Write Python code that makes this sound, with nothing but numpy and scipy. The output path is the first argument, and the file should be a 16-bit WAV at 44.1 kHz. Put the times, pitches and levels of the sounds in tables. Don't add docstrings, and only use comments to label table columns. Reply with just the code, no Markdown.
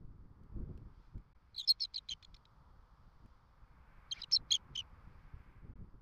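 import sys
import numpy as np
from scipy import signal
from scipy.fft import rfft, irfft, next_fast_len
from scipy.io import wavfile
from scipy.ndimage import uniform_filter1d

SR = 44100
rng = np.random.default_rng(int(sys.argv[2]) if len(sys.argv) > 2 else 0)


def transcribe(u):
    v = np.clip(np.atleast_2d(u).T, -1, 1)
    q = np.round(v * 32767).astype(np.int16)
    wavfile.write(sys.argv[1], SR, q)


N = 265393
TIME = np.arange(N) / SR
EDGE_HZ = 15500


def gain_of(db):
    return 10 ** (np.asarray(db) / 20)


def evened(x):
    return x / np.sqrt(np.mean(x ** 2) + 1e-20)


def read(points, hz):
    point_hz, point_db = np.transpose(points)
    return np.interp(np.log(hz + 1), np.log(point_hz + 1), point_db)


def follow(rows, column=1):
    rows = np.asarray(rows)
    return np.interp(TIME, rows[:, 0], rows[:, column])


def add(mix, start_s, sound):
    part = mix[max(round(start_s * SR), 0):][:len(sound)]
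    part += sound[:len(part)]


def noise(colour):
    size = next_fast_len(N)
    white = rfft(rng.standard_normal(size))
    hz = np.fft.rfftfreq(size, 1 / SR)
    return evened(irfft(white * gain_of(read(colour, hz)), size)[:N])


def wander(rate_hz):
    size = next_fast_len(N)
    white = rfft(rng.standard_normal(size))
    hz = np.fft.rfftfreq(size, 1 / SR)
    return evened(irfft(white / (1 + (hz / rate_hz) ** 4), size)[:N])


def ticks(rows, colour, decay_s, rise_s=0.00058):
    t = np.arange(2048) / SR
    shape = np.exp(-t / decay_s) * np.tanh(t / rise_s) ** 2
    envelope = np.zeros(N)
    for start_s, level_db in rows:
        add(envelope, start_s, gain_of(level_db) * shape)
    return envelope * noise(colour) / 2


def soft_window(width_s):
    window = np.exp(-2 * abs(np.arange(-2048, 2049) / SR) / width_s)
    return window / window.sum()


# a squeak, a hoarse stretch, three loud calls.
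# start_s, length_s, strokes, start_hz, end_hz, droop (share of pitch, per stroke), level_db,
# peak_place (0-1), rasp_db and bright_db (both relative to the level, before the trims below)
WHISTLES = [ (1.544, 0.012, 1, 4310, 3680, 0.012, -56.5, 0.6, -30, -34),
            (1.562, 0.011, 1, 4360, 3960, 0, -48.5, 0.6, -23, -36.5),
            (1.573, 0.047, 1, 3480, 3090, 0, -49, 0.83, -31.5, -55.5),
            (1.577, 0.046, 3, 4240, 3560, .14, -38, 0.36, -28, -30),
            (1.625, 0.027, 2, 3320, 3580, 0.12, -53, 0.73, -17.5, -33),
            (1.675, 0.023, 2, 5160, 5290, 0.038, -30.5, 0.76, -47, -54.5),
            (1.679, 0.0093, 1, 4270, 4140, 0.072, -36, 0.6, -21, -40),
            (1.688, 0.015, 1, 4450, 4196, 0, -26.5, 0.75, -38, -40.5),
            (1.696, 0.029, 1, 4280, 4200, 0.027, -23, 0.16, -42, -29),
            (1.801, 0.013, 1, 5580, 5130, 0.0047, -45.5, 0.5, -16.5, -50),
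            (1.817, 0.027, 2, 5270, 5100, 0.078, -36, 0.25, -36, -61),
            (1.805, 0.026, 3, 4560, 4170, .01, -36.5, 0.47, -37.5, -48),
            (1.832, 0.027, 2, 4250, 3920, 0.065, -36, 0.03, -24.5, -48),
            (1.847, 0.01, 1, 3280, 3080, 0, -55.5, 0.64, -10.5, -40),
            (1.942, 0.012, 2, 4210, 4040, 0.13, -43, 0.05, -13, -55),
            (1.943, 0.0084, 1, 5030, 4950, 0, -47.5, .5, -25, -51),
            (1.959, 0.013, 2, 4400, 4130, 0.08, -36, 0.2, -22, -60),
            (1.975, 0.018, 1, 4360, 3710, 0.024, -42.5, .5, -32, -52),
            (1.976, 0.0095, 1, 3500, 2870, 0.0071, -49.5, 0.56, -20.5, -49.5),
            (2.089, 0.01, 1, 3870, 4190, 0, -39, 1, -29, -66),
            (2.099, 0.0082, 1, 3250, 3100, 0, -47.5, .5, -24, -47),
            (2.107, 0.032, 4, 3253, 3080, 0.013, -39, 0.4, -12, -58),
            (2.228, 0.015, 1, 4330, 4120, 0.031, -62.5, .5, -9, -38),
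            (2.246, 0.0068, 1, 3270, 3430, 0.018, -60, .5, -7, -42),
            (2.247, 0.0056, 1, 3970, 4450, 0.0031, -55.5, .5, -18.5, -35.5),
            (2.343, 0.0052, 1, 4080, 4430, 0.016, -70.5, 0.52, -20.5, -33),
            (2.345, 0.0085, 1, 5260, 5400, 0, -63.5, 0.54, -23.5, -36.5),
            (2.363, 0.0085, 1, 4300, 4170, 0, -66.5, .5, -2.5, -26),
            (2.453, 0.0064, 1, 3810, 4000, 0.051, -67, 0.42, -20, -43.5),
            (4.111, 0.011, 1, 4460, 3680, 0.023, -39, 0.75, -33, -65),
            (4.118, 0.018, 1, 3156, 3213, 0, -36, 0.25, -37.5, -55),
            (4.217, 0.0062, 1, 4810, 5030, 0.0092, -43.5, .5, -22, -59),
            (4.218, 0.0087, 1, 4260, 3690, 0.011, -44.5, .5, -26, -48),
            (4.232, 0.013, 1, 4140, 3780, 0.032, -44, 0.4, -27, -59),
            (4.235, 0.012, 1, 3270, 2690, 0, -51, .5, -13, -51),
            (4.315, 0.007, 1, 6640, 5450, 0.038, -47, 0.47, -16, -37),
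            (4.322, 0.004, 1, 5200, 5120, 0.095, -31, .5, -32, -55),
            (4.323, 0.007, 1, 4200, 4640, 0, -38.5, 0.3, -24.5, -54),
            (4.327, 0.033, 2, 5290, 5420, 0.049, -25.5, .4, -46.5, -60),
            (4.342, 0.032, 2, 4520, 4033, 0.043, -28.5, 0.77, -45.5, -53),
            (4.506, 0.012, 1, 4000, 4250, 0.026, -33.5, .5, -12, -54),
            (4.515, 0.015, 1, 3190, 3370, 0.012, -26.5, .7, -31, -38),
            (4.527, 0.01, 1, 4590, 3980, 0, -35, .5, -11, -56),
            (4.538, 0.020, 2, 3420, 3176, 0.0059, -29, 0.45, -23, -41),
            (4.557, 0.015, 1, 3250, 2940, 0, -41, 0.1, -11.5, -37),
            (4.752, 0.017, 1, 3210, 2930, 0, -40.5, 0.56, -16, -45.5),
            (4.755, 0.011, 1, 5330, 5300, 0.01, -53, .5, -9, -33.5),
            (4.773, 0.04, 3, 3218, 2894, 0.091, -37, 0.38, -21, -42),
            (4.82, 0.0056, 1, 2840, 2430, 0.016, -63.5, .5, -14, -39.5)]
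# pitch_hz, level_db (relative to the whistle)
OCTAVE = [(4000, -24), (5600, -15), (6100, -19.5), (6500, -7), (6850, -13), (7600, -32.5), (8500, -41),
          (10400, -51.5), (13000, -45.5)]
# pitch_hz, level_db (relative to the brightness)
OVERTONES = [(7000, -10), (8500, 4.5), (9700, 5.5), (11200, -4.5), (12300, -4), (12900, 2.5), (13800, -13),
             (16000, -33)]
# pitch_hz, level_db (relative)
THROAT = [(600, -19.5), (1800, -12.5), (2400, 3.5), (2750, -12.5), (3300, 3.5), (4200, 1.5), (5300, -5),
          (6300, -11.5), (7200, -19), (8300, -28.5), (11000, -35.5), (15000, -39.5)]
# pitch_hz, level_db (relative)
FIZZ = [(4500, -33.5), (6500, -0.5), (8300, 4), (9000, -3.5), (11200, -11), (12500, 1.5), (13500, 5),
        (14400, -0.5), (15200, -28)]
STROKE_OVERLAP_S = 0.0001
STROKE_ARCH = .008
FADE_DB_PER_S = 340


def syrinx(jitter=0.0041, rasp_jitter=.05, waver=.006, blur=.11, growth=.6, shimmer=0.14, edge=0.8,
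           overtone_db=-1, octave_db=0.5, rasp_trim_db=-3, fizz_db=-4.0,
           leak_db=-47, leak_power=0.52, leak_s=0.026):
    voice, air, fizz, effort = np.zeros((4, N))
    shake, flutter, drift = wander(1200), wander(450), wander(200)
    phases = rng.random(len(WHISTLES))
    for whistle, phase in zip(WHISTLES, phases):
        start_s, length_s, strokes, start_hz, end_hz, droop, level_db, peak_place, rasp_db, bright_db = whistle
        bounds = np.linspace(start_s, start_s + length_s, round(strokes) + 1)
        pitch_shake = jitter + rasp_jitter * gain_of(rasp_db)
        for begin, end in zip(bounds, bounds[1:]):
            first = round((begin - STROKE_OVERLAP_S) * SR)
            last = round((end + STROKE_OVERLAP_S) * SR)
            at = np.arange(first, last)
            in_stroke = np.linspace(0, 1, len(at))
            along = (TIME[at] - start_s) / length_s
            arch = abs(np.sin(np.pi * in_stroke))

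            glide_hz = start_hz + (end_hz - start_hz) * along
            pitch_hz = glide_hz * (1 + droop * (.5 - in_stroke) + STROKE_ARCH * (arch - np.pi / 4))
            shaken_hz = pitch_hz * (1 + pitch_shake * shake[at] + waver * drift[at])
            angle = 2 * np.pi * (phase + np.cumsum(shaken_hz) / SR)

            octave_gain = gain_of(read(OCTAVE, 2 * pitch_hz)) + gain_of(bright_db + octave_db)
            upper = octave_gain * np.sin(2 * angle)
            for k in (3, 4):
                partial_gain = gain_of(bright_db + overtone_db + read(OVERTONES, k * pitch_hz))
                audible = k * pitch_hz < EDGE_HZ
                upper += partial_gain * audible * np.sin(k * (angle + blur * shake[at]))

            swell = evened(arch ** edge * np.exp(shimmer * flutter[at]))
            fade_db = FADE_DB_PER_S * length_s * abs(along - peak_place)
            envelope = gain_of(level_db - fade_db) * swell
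            drive = (envelope / gain_of(level_db)) ** growth
            voice[at] += np.sqrt(2) * envelope * (np.sin(angle) + drive * upper)
            air[at] += envelope * gain_of(rasp_db + rasp_trim_db)
            fizz[at] += envelope * drive * gain_of(bright_db + fizz_db)
            effort[at] += envelope
    leak = gain_of(leak_db) * signal.oaconvolve(effort ** leak_power, soft_window(leak_s), "same")
    return voice + np.hypot(air, leak) * noise(THROAT) + fizz * noise(FIZZ)


# start_s, level_db (relative)
CLICKS = [(1.674, -53), (1.797, -43.5), (1.937, -49), (2.087, -37), (2.226, -43), (2.343, -41.5),
          (2.453, -53.5), (4.312, -37), (4.504, -51), (4.749, -49)]


def throat_clicks(trim_db=-2):
    return gain_of(trim_db) * ticks(CLICKS, THROAT, decay_s=.0035, rise_s=0.00064)


# time_s, level_db
HISS = [(4.132, -93), (4.141, -61.5), (4.175, -64.5), (4.208, -56.5), (4.218, -65), (4.25, -86)]
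# pitch_hz, level_db (relative)
HISS_COLOUR = [(600, -11), (1700, 4.5), (2300, -1), (2900, -2), (4000, 0), (5100, 0), (6300, -15.5),
               (7500, -28), (12000, -34)]


def hoarse_hiss():
    sounding = (TIME > HISS[0][0]) & (TIME < HISS[-1][0])
    return gain_of(follow(HISS)) * sounding * noise(HISS_COLOUR)


# start_s, length_s, end_hz (at both ends), top_hz, level_db
GROAN = [(4.155, 0.042, 1860, 2367, -59.5)]


def groan(jitter=0.023):
    start_s, length_s, low_hz, top_hz, level_db = GROAN[0]
    arch = np.sin(np.linspace(0, np.pi, round(length_s * SR)))
    hz = (low_hz + (top_hz - low_hz) * arch) * (1 + jitter * wander(890)[:len(arch)])
    tone = arch * np.sin(2 * np.pi * np.cumsum(hz) / SR)
    out = np.zeros(N)
    add(out, start_s, gain_of(level_db) * evened(tone))
    return out


def eagle(coupling=.2):
    whistles = syrinx()
    highpass = signal.butter(2, 700, "highpass", fs=SR, output="sos")
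    mixed_tones = signal.sosfilt(highpass, whistles ** 2)
    return whistles + groan() + coupling * mixed_tones + throat_clicks() + hoarse_hiss()


# start_s, level_db (relative)
TWIGS = [(0.4344, -64.5), (0.7756, -58.5), (1.1787, -61), (3.2594, -61)]
# pitch_hz, level_db (relative)
TWIG_COLOUR = [(500, -5), (1700, 4.5), (4500, -0.5), (7000, -8.5), (15000, -13)]


def twigs():
    return ticks(TWIGS, TWIG_COLOUR, decay_s=0.0027)


def nest(x, echo_db=-28, t60_s=.05):
    t = np.arange(SR // 4) / SR
    echo = rng.standard_normal(len(t)) * (t > .002) * gain_of(-60 * t / t60_s)
    echo = gain_of(echo_db) * echo / np.linalg.norm(echo)
    return x + signal.fftconvolve(x, echo)[:N]


# time_s, level_db
WIND = [(0, -55.5), (0.85, -55), (1.05, -62.5), (1.9, -64), (2.4, -62), (3.05, -61), (3.55, -63),
        (4.3, -59.5), (5.2, -58), (6.02, -59.5)]
# peak_s, decay_s, level_db (at the peak)
GUSTS = [(0.061, 0.038, -52.5), (0.564, 0.13, -38.5), (0.701, 0.055, -42.5), (0.86, 0.029, -49.5),
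         (1.15, 0.05, -50), (3.241, 0.025, -53), (4.41, 0.022, -48), (4.70, .1, -52), (5.65, 0.095, -47),
         (5.815, .03, -44.5)]
# (per Hz, relative)
WIND_COLOUR = [(15, 2.5), (38, 6), (80, -0.5), (150, -7.5), (200, -15.5), (350, -28.5), (450, -23),
               (700, -58), (3000, -89)]
# (per Hz, relative)
GUST_COLOUR = [(20, -4), (50, 1.5), (110, 5), (200, -0.5), (330, -8), (500, -19), (750, -32), (1500, -54.5),
               (4000, -87)]
GUST_RISE_S = 0.022


def wind(lumpy_db=3.0, gust_db=-55, span_db=3):
    power = gain_of(follow(WIND)) ** 2
    for peak_s, decay_s, level_db in GUSTS:
        away = np.maximum((peak_s - TIME) / GUST_RISE_S, (TIME - peak_s) / decay_s)
        power = power + (gain_of(level_db) * np.exp(-away)) ** 2
    strength_db = 10 * np.log10(power)
    gust_share = 1 / (3.5 + np.exp((gust_db - strength_db) / span_db))
    eddies = np.sqrt(1 - gust_share) * noise(WIND_COLOUR) + np.sqrt(gust_share) * noise(GUST_COLOUR)
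    return gain_of(strength_db) * evened(eddies * gain_of(lumpy_db * wander(35)))


# time_s, roar_db, edge_db
TRAFFIC = [(0, -80, -96.5), (0.6, -73.5, -88.5), (1.05, -76, -87.5), (1.5, -79, -85.5), (2.0, -78, -85.5),
           (2.6, -72.5, -94.5), (3.5, -74.5, -87.5), (4.0, -70.5, -73.5), (4.4, -69.5, -80.5),
           (5.0, -70, -76.5), (5.5, -72.5, -74.5), (6.02, -77.5, -94)]
# (per Hz, relative)
ROAR = [(150, -13), (370, -14), (510, -3.5), (660, -7.5), (900, 0.5), (1300, 0), (1600, -10), (2000, -17),
        (3000, -39.5)]
# (per Hz, relative)
ROAR_EDGE = [(1100, -21), (1550, 2), (1850, -5), (2200, -1.5), (2900, -14), (4000, -24.5), (7000, -35)]


def far_traffic():
    roar = gain_of(follow(TRAFFIC)) * noise(ROAR)
    edge = gain_of(follow(TRAFFIC, column=2)) * noise(ROAR_EDGE)
    return roar + edge


# time_s, level_db
NEEDLES = [(0, -91.5), (0.6, -89), (0.9, -86), (1.05, -80), (1.2, -89), (2, -83), (2.7, -84.5),
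           (3.3, -82.5), (3.6, -85.5), (4.5, -88), (5.2, -83), (5.6, -89.5), (6.02, -91)]
# (per Hz, relative)
NEEDLE_COLOUR = [(1500, 1.5), (2700, -4.5), (3400, 0), (3900, -4), (4700, 1), (5400, -4), (6300, -12),
                 (8000, -21.5), (15000, -27.5)]


def needles():
    return gain_of(follow(NEEDLES)) * noise(NEEDLE_COLOUR)


def scene():
    return (nest(eagle() + twigs()) + wind() + far_traffic() + needles())[None]


# start_s, end_s
DROPOUTS = [(1.332, 1.349), (5.735, 5.756)]
SELF_NOISE_DB = -100.5


def record(dry):
    live = np.ones(N)
    for start_s, end_s in DROPOUTS:
        live[(TIME > start_s) & (TIME < end_s)] = 0.0031
    hissing = dry + gain_of(SELF_NOISE_DB) * rng.standard_normal(N)
    sound = hissing * uniform_filter1d(live, size=80)
    lowpass = signal.firwin(511, EDGE_HZ, window=("kaiser", 9), fs=SR)
    return signal.oaconvolve(sound, lowpass[None], "same")


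dry = scene()
out = record(dry)
transcribe(out)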